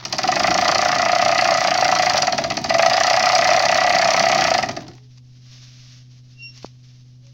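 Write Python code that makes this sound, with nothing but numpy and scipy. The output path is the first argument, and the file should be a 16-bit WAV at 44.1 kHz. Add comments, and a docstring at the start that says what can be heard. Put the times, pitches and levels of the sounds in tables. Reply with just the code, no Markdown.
"""A motor-driven reel on a loose shaft

A small DC motor spins a reel of thread in a wooden stand, close by in a small room. Once a turn the
steel shaft clacks in its bearing and the impact excites the modes of the stand. The motor sags, picks
up and coasts to a stop. A steady hum remains, with the friction of clothes, a short stick-slip squeak,
a tap on the microphone and two faint tones."""
import sys
import numpy as np
from scipy import signal
from scipy.fft import rfft, irfft, next_fast_len
from scipy.io import wavfile
from scipy.ndimage import map_coordinates

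SR = 44100
rng = np.random.default_rng(int(sys.argv[2]) if len(sys.argv) > 2 else 0)


def unload_audio(sound):
    """Save the sound as a 16-bit wav file, at the path given as the first command line argument."""
    columns = np.transpose(np.atleast_2d(sound))
    # keep every value between -1 and 1, then stretch to whole-number steps
    steps = np.round(np.clip(columns, -1, 1) * 32767)
    wavfile.write(sys.argv[1], SR, steps.astype(np.int16))


N = 323253
POWER_OFF_S = 4.537  # the current is cut and the reel coasts

# Spectrum of steel striking steel. Each row: frequency in Hz, relative density in dB.
STEEL_SPECTRUM = [(300, -19), (1000, -5.5), (1700, -13.5), (2500, -3.5), (3300, -7), (4000, -5.5),
                  (4600, 3.5), (5100, -1), (5900, -2.5), (6600, -6.5), (7800, -28.5), (12000, -56.5),
                  (14000, -43), (15500, -32.5)]
# Modes of the motor housing. Each row: frequency in Hz, bandwidth in Hz, relative gain in dB.
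HOUSING_MODES = [(1756, 46, -8), (1821, 71, -2), (1952, 54, 1), (1965, 30, 2), (2060, 90, -2),
                 (2154, 80, -7), (2362, 140, -6.5), (2467, 90, -9), (2630, 260, -16)]
# How loud and bright the steel clacks and rasp sound as the microphone moves.
# Each row: time in seconds, relative level in dB.
STEEL_LEVEL = [(0, -0.5), (.45, 0), (.75, 1.85), (1.05, -0.8), (1.9, 0.9), (2.15, 1.5), (2.45, -1.5),
               (3.05, 2), (3.9, .5), (4.42, 1.5), (4.65, -.5)]


def rattle():
    """Backlash: once a turn the loose shaft strikes its bearing, jolts the mounts and falls back."""
    # Impact laws of shaft, stand, bracket and housing. Each holds: relative level in dB, speed of
    # half strength in turns per second, steepness, drift in dB per second.
    shaft_law = (-25.3, 10.5, 2, 0.15)
    stand_law = (-19.5, 16.5, 4.0, 0.56)
    bracket_law = (-22.0, 20.0, 3.4, -0.65)
    housing_law = (-24.0, 19, 4, 0.64)
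    speed, turns = reel()
    hits = np.flatnonzero(np.diff(np.floor(turns)))
    times, period, hit_speed = hits / SR, np.gradient(hits) / SR, speed[hits]
    clack, knock, clatter, clang = [impact_strength(law, hit_speed, times) * np.sqrt(period * SR)
                                    for law in (shaft_law, stand_law, bracket_law, housing_law)]
    fallback = times + period * (.61 + scatter(.03, times))
    return (shaft_impacts(times, period, fallback, clack, clang)
            + mount_knocks(times, hit_speed, fallback, knock, clatter, clang))


def shaft_impacts(times, period, fallback, clack, clang):
    """Hard impact: brief steel contacts give broadband clacks and excite the shaft's high modes."""
    # Modes of the shaft. Each row: frequency in Hz, bandwidth in Hz, relative gain in dB.
    shaft_modes = [(4286, 90, -1), (4480, 80, -1.5), (4867, 75, 1.5), (5290, 100, -4), (5677, 130, 0.5)]
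    # Spectrum of a light contact. Each row: frequency in Hz, relative density in dB.
    tick_spectrum = [(400, -30), (2000, -13.5), (3500, -7.5), (4700, 2.5), (6200, 0), (7800, -20),
                     (12000, -28), (15500, -18.5)]
    # The hardest clacks. Each row: time in seconds, hardness (0 is usual; each layer scales it to dB).
    hard_clacks = [(.125, 2), (.183, 3.5), (2.098, 4.5), (2.179, 3.5), (2.222, 4), (3.1, 3.5), (4.44, 3)]
    steel_db = np.interp(times, *np.transpose(STEEL_LEVEL))
    coast_db = -38 * np.maximum(times - POWER_OFF_S, 0)  # the undriven shaft strikes more softly
    clack = clack * amp(steel_db + coast_db)
    hardness = scatter(1, times)
    for time, value in hard_clacks:
        hardness[np.argmin(np.abs(times - time))] = value
    steel, tick = minimum_phase(STEEL_SPECTRUM), minimum_phase(tick_spectrum)
    ring = struck(shaft_modes, centre_hz=4990, width_hz=2300)
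    housing = struck(HOUSING_MODES, centre_hz=2215, width_hz=2670)
    # a gritty clack, a short ring, a bright crack and a nudge to the housing
    touch = times - .0008
    ring_db = hardness - 6.5 + scatter(2.5, times)
    crack_db = 1.3 * hardness + 1.5 * steel_db - 15.5
    sound = blows(touch, clack * amp(.6 * hardness - 2.5), steel, rise_s=.0018, decay_s=.0037, grit=.46)
    sound += blows(touch, clack * amp(ring_db), ring, rise_s=.00075, decay_s=.0029, grit=.3)
    sound += blows(touch, clack * amp(crack_db), tick, rise_s=.0007, decay_s=.0017, grit=.26)
    sound += blows(touch, clang * amp(-11), housing, rise_s=.0012, decay_s=.0025, grit=.3)
    # later in the turn the shaft scrapes along the bearing, then drops back with a light tick
    graze = times + period * (.31 + scatter(.13, times))
    graze_db = -14 + scatter(2.2, times)
    drop_db = -20.5 + np.clip(scatter(4.5, times), -9, 4.5)
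    sound += blows(graze, clack * amp(graze_db), steel, rise_s=.00083, decay_s=.004, grit=.6)
    return sound + blows(fallback, clack * amp(drop_db), tick, rise_s=.00046, decay_s=.0024, grit=.301)


def mount_knocks(times, speed, fallback, knock, clatter, clang):
    """Modal ringing: each jolt sets the wooden stand, bearing bracket and motor housing vibrating."""
    # Modes of stand and bracket. Each row: frequency in Hz, bandwidth in Hz, relative gain in dB.
    stand_modes = [(590.4, 10, -7), (615, 15, -1.5), (674.3, 31, 2), (727.3, 38.5, 0.5), (796, 11, -13),
                   (932, 6.2, -4)]
    bracket_modes = [(1080, 62, -7.5), (1165, 50, -2), (1230.6, 60, 5.5), (1300, 50, -1.5),
                     (1387, 52, -9.5)]
    # The hardest jolts. Each row: time in seconds, stand and bracket levels in dB above the usual.
    hard_jolts = [(.285, 5, 0), (.441, 1.5, 2), (.62, 1.5, -1), (.688, 0, 4.5), (1.128, 2.5, 0.5),
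                  (1.259, 2.5, 1), (1.485, 3, 2), (1.823, 4.5, 0), (2.276, 3.5, 2.5), (2.793, 1.5, 0),
                  (2.86, 2, 3), (2.909, 1, -2.5), (3.489, 2, 1), (4.084, 2.5, -0.5), (4.235, 1.5, 0.5),
                  (4.514, 5, 0.5), (4.546, 2.5, 1)]
    stand = struck(stand_modes, centre_hz=717, width_hz=253)
    bracket = struck(bracket_modes, centre_hz=1240, width_hz=1100)
    housing = struck(HOUSING_MODES, centre_hz=2215, width_hz=2670)
    knock, clatter, clang = mount_load(speed, times) * np.array([knock, clatter, clang])
    jolts = times + .0008 + .00023 * speed + scatter(.0008, times)  # the lag grows with speed
    stand_db, bracket_db, housing_db = scatter(1.1, times), scatter(1.5, times), scatter(1.57, times)
    for time, knock_db, clatter_db in hard_jolts:
        turn = np.argmin(np.abs(jolts - time))
        jolts[turn], stand_db[turn], bracket_db[turn] = time, knock_db, clatter_db
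    sound = blows(jolts, knock * amp(stand_db - 1.5), stand, rise_s=.00046, decay_s=.0033, grit=.3)
    sound += blows(jolts, clatter * amp(bracket_db - 1.95), bracket,
                   rise_s=.00033, decay_s=.0069, grit=.42)
    sound += blows(jolts, clang * amp(housing_db - 2), housing, rise_s=.00013, decay_s=.0072, grit=.2)
    # only a fast reel lands hard enough to knock the stand again
    landings = fallback + scatter(.0033, times)
    second_knock = knock * (speed / speed.max()) ** 2 * amp(-7 + scatter(2, times))
    return sound + blows(landings, second_knock, stand, rise_s=.001, decay_s=.0026, grit=.35)


def reel():
    """Rotation: speed integrates to turns, and the shaft strikes at each whole number."""
    # Speed of the reel. Each row: time in seconds, turns per second.
    reel_speed = [(0, 8.34), (.27, 23.97), (.463, 27.45), (.698, 29.69), (.864, 29.47), (1.476, 31.27),
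                  (1.701, 29.28), (2.072, 27.4), (2.285, 18.87), (2.642, 13.16), (2.661, 19.57),
                  (2.847, 26.8), (3.058, 30.96), (3.458, 33.05), (4.13, 33.43), (4.478, 31.88),
                  (4.666, 15.47), (5.024, 0)]
    speed = curve(reel_speed)
    return speed, .5 + np.cumsum(speed) / SR


def impact_strength(law, speed, times):
    """Saturation: blows grow steeply with speed until the shaft uses all its play."""
    db, half_speed, steepness, drift = law
    return amp(db + drift * times) / (1 + (half_speed / speed) ** steepness)


def mount_load(speed, times, pull_db=2, stiff_db=12, loosen_s=.18):
    """Reaction torque: the mounts are hit harder as the motor pulls; they start stiff and loosen."""
    pull = np.tanh(np.gradient(speed, times) / 30)  # saturates beyond 30 turns per second squared
    return amp(pull_db * pull - stiff_db * np.exp(-times / loosen_s))


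def motor():
    """Sliding friction: brushes and bearings rasp with speed, and each turn shakes the base."""
    # Spectra of the rasp and of the base's rumble. Each row: frequency in Hz, relative density in dB.
    brush_spectrum = [(400, -22.5), (700, 8.5), (950, 5), (1550, -1.5), (1950, 2.5), (2500, -1.5),
                      (3400, -1.5), (4700, 0.5), (5900, -2.5), (6700, -15), (8000, -43), (12000, -40.5),
                      (14000, -38.5), (15500, -24)]
    base_spectrum = [(25, -19.5), (45, -18), (65, -5), (100, -0.5), (200, 3.5), (360, 3), (450, -10.5),
                     (700, -19), (1500, -56)]
    # Rumble just after a clack. Each row: time in seconds, level in dB.
    rumble_levels = [(0, -40), (.45, -31), (1.3, -36), (2.25, -35.5), (2.62, -30.5), (3.0, -39),
                     (4.05, -36.5), (4.4, -32), (4.75, -33), (5, -43)]
    speed, turns = reel()
    sparking = .15 * np.clip((POWER_OFF_S - np.arange(N) / SR) / .05, 0, 1)  # while current flows
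    drag = (speed / speed.max()) ** 1.22
    rasp = amp(-34 + curve(STEEL_LEVEL) + 5.67 * wobble(180)) * (drag + sparking) * noise(brush_spectrum)
    since_clack_s = turns % 1 / (speed + 1e-6)
    rumble_db = curve(rumble_levels) - 57 * since_clack_s + 1.5 * wobble(60)
    moving = np.clip(speed / 6, 0, 1) * np.minimum(turns, 1) ** 3
    return rasp + amp(rumble_db) * moving * noise(base_spectrum)


def squeak(pitch_hz=2746):
    """Stick-slip oscillation: a dry contact gives one thin note, whose octave swells a moment later."""
    slopes = dict(rise_db_per_s=520, fall_db_per_s=600)
    onset = swell(start_s=6.412, hold_s=.058, db=-39, **slopes)
    overtone = swell(start_s=6.44, hold_s=.043, db=-43, **slopes)
    slip = swell(start_s=6.42, hold_s=.16, db=-63, **slopes)
    phase = 2 * np.pi * np.cumsum(pitch_hz + 5 * wobble(110)) / SR
    fundamental = (onset + slip) * amp(.8 * wobble(70)) * np.sin(phase)
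    octave = (overtone + slip) * amp(4 * wobble(70)) * np.sin(2 * phase)
    return np.sqrt(2) * (fundamental + octave)


def microphone_tap(time_s=6.6466, width_s=.00033):
    """A pressure pulse: one soft push, high-passed because a microphone passes no steady pressure."""
    push = np.exp(-((np.arange(N) / SR - time_s) / width_s) ** 2)
    return amp(-13.5) * signal.sosfilt(signal.butter(1, 150, "highpass", fs=SR, output="sos"), push)


def clothes():
    """Friction noise: cloth rustles in strokes, with a faint fidget between them."""
    # Spectrum of rubbing cloth. Each row: frequency in Hz, relative density in dB.
    cloth_spectrum = [(260, -50), (450, -20), (616, -8.5), (922, -18), (1090, -9.5), (1440, -10.5),
                      (1700, -7.5), (2510, -4.5), (5540, 2), (6430, -4), (8290, -37), (16000, -32.5)]
    # Strokes of the cloth. Each row: start in seconds, length in seconds, level in dB.
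    rustles = [(5.11, .08, -62), (5.492, .15, -49.5), (5.661, .33, -50.5), (6.142, .04, -56),
               (6.312, .02, -56), (6.417, .1, -56.5), (6.578, .08, -49.5), (6.86, .02, -55)]
    strokes = [swell(*row, rise_db_per_s=109, fall_db_per_s=190) for row in rustles]
    fidget = amp(-63 + 2 * wobble(14))
    return np.max(strokes + [fidget], axis=0) * amp(1.64 * wobble(45)) * noise(cloth_spectrum)


def settling_ticks():
    """Light impacts: the steel of the rig ticks as it settles."""
    # Ticks of the rig. Each row: time in seconds, level in dB averaged over 20 ms.
    ticks = [(5.172, -53.5), (6.575, -49.5), (6.625, -47.5), (6.655, -48), (7.265, -58)]
    times, db = np.transpose(ticks)
    sizes = amp(db) * np.sqrt(.02 * SR)
    return blows(times, sizes, minimum_phase(STEEL_SPECTRUM), rise_s=.0018, decay_s=.0078, grit=.65)


def faint_tones():
    """Pure tones: two brief sinusoids swell and fade far in the background."""
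    # The tones. Each row: start in seconds, length in seconds, frequency in Hz, level in dB.
    tones = [(5.0, 0.056, 420, -63), (7.25, .04, 557, -64)]
    t = np.arange(N) / SR
    return sum(swell(start, length, db, rise_db_per_s=400, fall_db_per_s=400)
               * np.sqrt(2) * np.sin(2 * np.pi * hz * t) for start, length, hz, db in tones)


def hum_and_air():
    """A line spectrum over a continuous one: steady electrical hum and faint room air."""
    # Partials of the hum. Each row: frequency in Hz, level in dB.
    partials = [(124.7, -45), (250, -62), (74.5, -66.5)]
    # Spectrum of the room air. Each row: frequency in Hz, relative density in dB.
    air_spectrum = [(20, 5.5), (40, -3.5), (75, -10), (130, 2), (250, -6.5), (450, -16), (900, -25.5),
                    (2000, -43.5), (5000, -24), (6500, -32.5), (8200, -46.5), (16000, -47.5)]
    t = np.arange(N) / SR
    hum = sum(np.sqrt(2) * amp(db + .15 * wobble(4)) * np.sin(2 * np.pi * hz * t) for hz, db in partials)
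    return hum + amp(-58.5) * noise(air_spectrum)


def room(x, positions=18):
    """Reverberation: each frequency dies at its own rate; the echoes shift as the microphone moves."""
    # Reverberation times. Each row: frequency in Hz, seconds to fall by 60 dB.
    decay_times = [(150, 0.06), (700, 0.33), (3000, 0.17), (8000, 0.22), (16000, 0.05)]
    hz, t, spectra = signal.stft(rng.standard_normal((positions, SR // 3)), SR, nperseg=256)
    tails = signal.istft(spectra * amp(-60 * t / along(decay_times, hz)[:, None]), SR, nperseg=256)[1]
    place = np.linspace(0, positions - 1, N)
    delayed = np.pad(x, (SR // 200, 0))[:N]
    wet = np.zeros(N + SR)
    for k, tail in enumerate(tails):
        near = np.flatnonzero(np.abs(place - k) < 1)
        crossfade = np.cos(np.pi / 2 * (place[near] - k))
        echo = signal.fftconvolve(delayed[near] * crossfade, tail / np.linalg.norm(tail))
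        wet[near[0]:][:len(echo)] += echo
    return wet[:N]


def blows(times, sizes, body, rise_s, decay_s, grit):
    """Source and filter: bursts of chattering contacts ring a body; size squared is a blow's energy."""
    t = np.arange(SR // 10) / SR
    shape = len(times), len(t)
    contacts = rng.standard_normal(shape)
    contacts *= np.exp(grit * np.repeat(rng.standard_normal(shape), 16, axis=1)[:, :len(t)])
    rings = filtered(contacts * (1 - np.exp(-t / rise_s)) ** 2 * np.exp(-t / decay_s), body)
    rings *= (sizes / np.linalg.norm(rings, axis=1))[:, None]
    samples = np.round(np.abs(times) * SR).astype(int)[:, None] + np.arange(len(t))
    return np.bincount(samples.ravel(), rings.ravel(), N)[:N]


def struck(modes, centre_hz, width_hz):
    """Modal superposition: resonances driven through a springy contact that passes one broad band."""
    def resonance(f, hz, width):
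        return 1j * f * width / (hz * hz - f * f + 1j * f * width)
    return lambda f: (sum(amp(db) * resonance(f, hz, width) for hz, width, db in modes)
                      * resonance(f, centre_hz, width_hz) ** 2)


def minimum_phase(spectrum):
    """Causal response with the given spectrum, by folding the cepstrum."""
    def response(hz):
        cepstrum = irfft(np.log(amp(along(spectrum, hz))))
        half = len(cepstrum) // 2
        return np.exp(rfft(np.r_[cepstrum[0], 2 * cepstrum[1:half], np.zeros(half)]))
    return response


def filtered(x, response):
    """Convolution as a product of spectra."""
    n = x.shape[-1]
    padded = 2 * next_fast_len(n)
    return irfft(rfft(x, padded) * response(np.fft.rfftfreq(padded, 1 / SR)), padded)[..., :n]


def noise(spectrum):
    """Coloured noise of rms 1."""
    x = filtered(rng.standard_normal(N), lambda hz: amp(along(spectrum, hz)))
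    return x / np.sqrt(np.mean(x ** 2))


def swell(start_s, hold_s, db, rise_db_per_s, fall_db_per_s):
    """Exponential envelope that reaches db at start_s, holds and falls."""
    t = np.arange(N) / SR - start_s
    return amp(db - rise_db_per_s * np.maximum(-t, 0) - fall_db_per_s * np.maximum(t - hold_s, 0))


def wobble(knots_per_s):
    """A smooth random curve."""
    knots = rng.standard_normal(int(N * knots_per_s / SR) + 4)
    return map_coordinates(knots, [np.arange(N) * knots_per_s / SR])


def scatter(deviation, times):
    """One Gaussian draw for each blow."""
    return deviation * rng.standard_normal(len(times))


def curve(points):
    """Linear interpolation in time, one value a sample."""
    return np.interp(np.arange(N) / SR, *np.transpose(points))


def along(points, hz):
    """Interpolation on a logarithmic frequency axis."""
    knot_hz, values = np.transpose(points)
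    return np.interp(np.log(hz + 1), np.log(knot_hz + 1), values)


def amp(db):
    """Decibels to gain."""
    return 10 ** (np.asarray(db) / 20)


def scene():
    """Superposition: the rig, its reverberation, small close sounds and the background."""
    rig = rattle() + motor()
    close_sounds = squeak() + microphone_tap() + clothes() + settling_ticks()
    return (rig + amp(-11.5) * room(rig) + close_sounds + faint_tones() + hum_and_air())[None]


def record(dry, top_hz=16000):
    """Band limiting: an ideal low-pass filter removes the highest treble."""
    return filtered(dry, lambda hz: hz < top_hz)


dry = scene()
out = record(dry)
unload_audio(out)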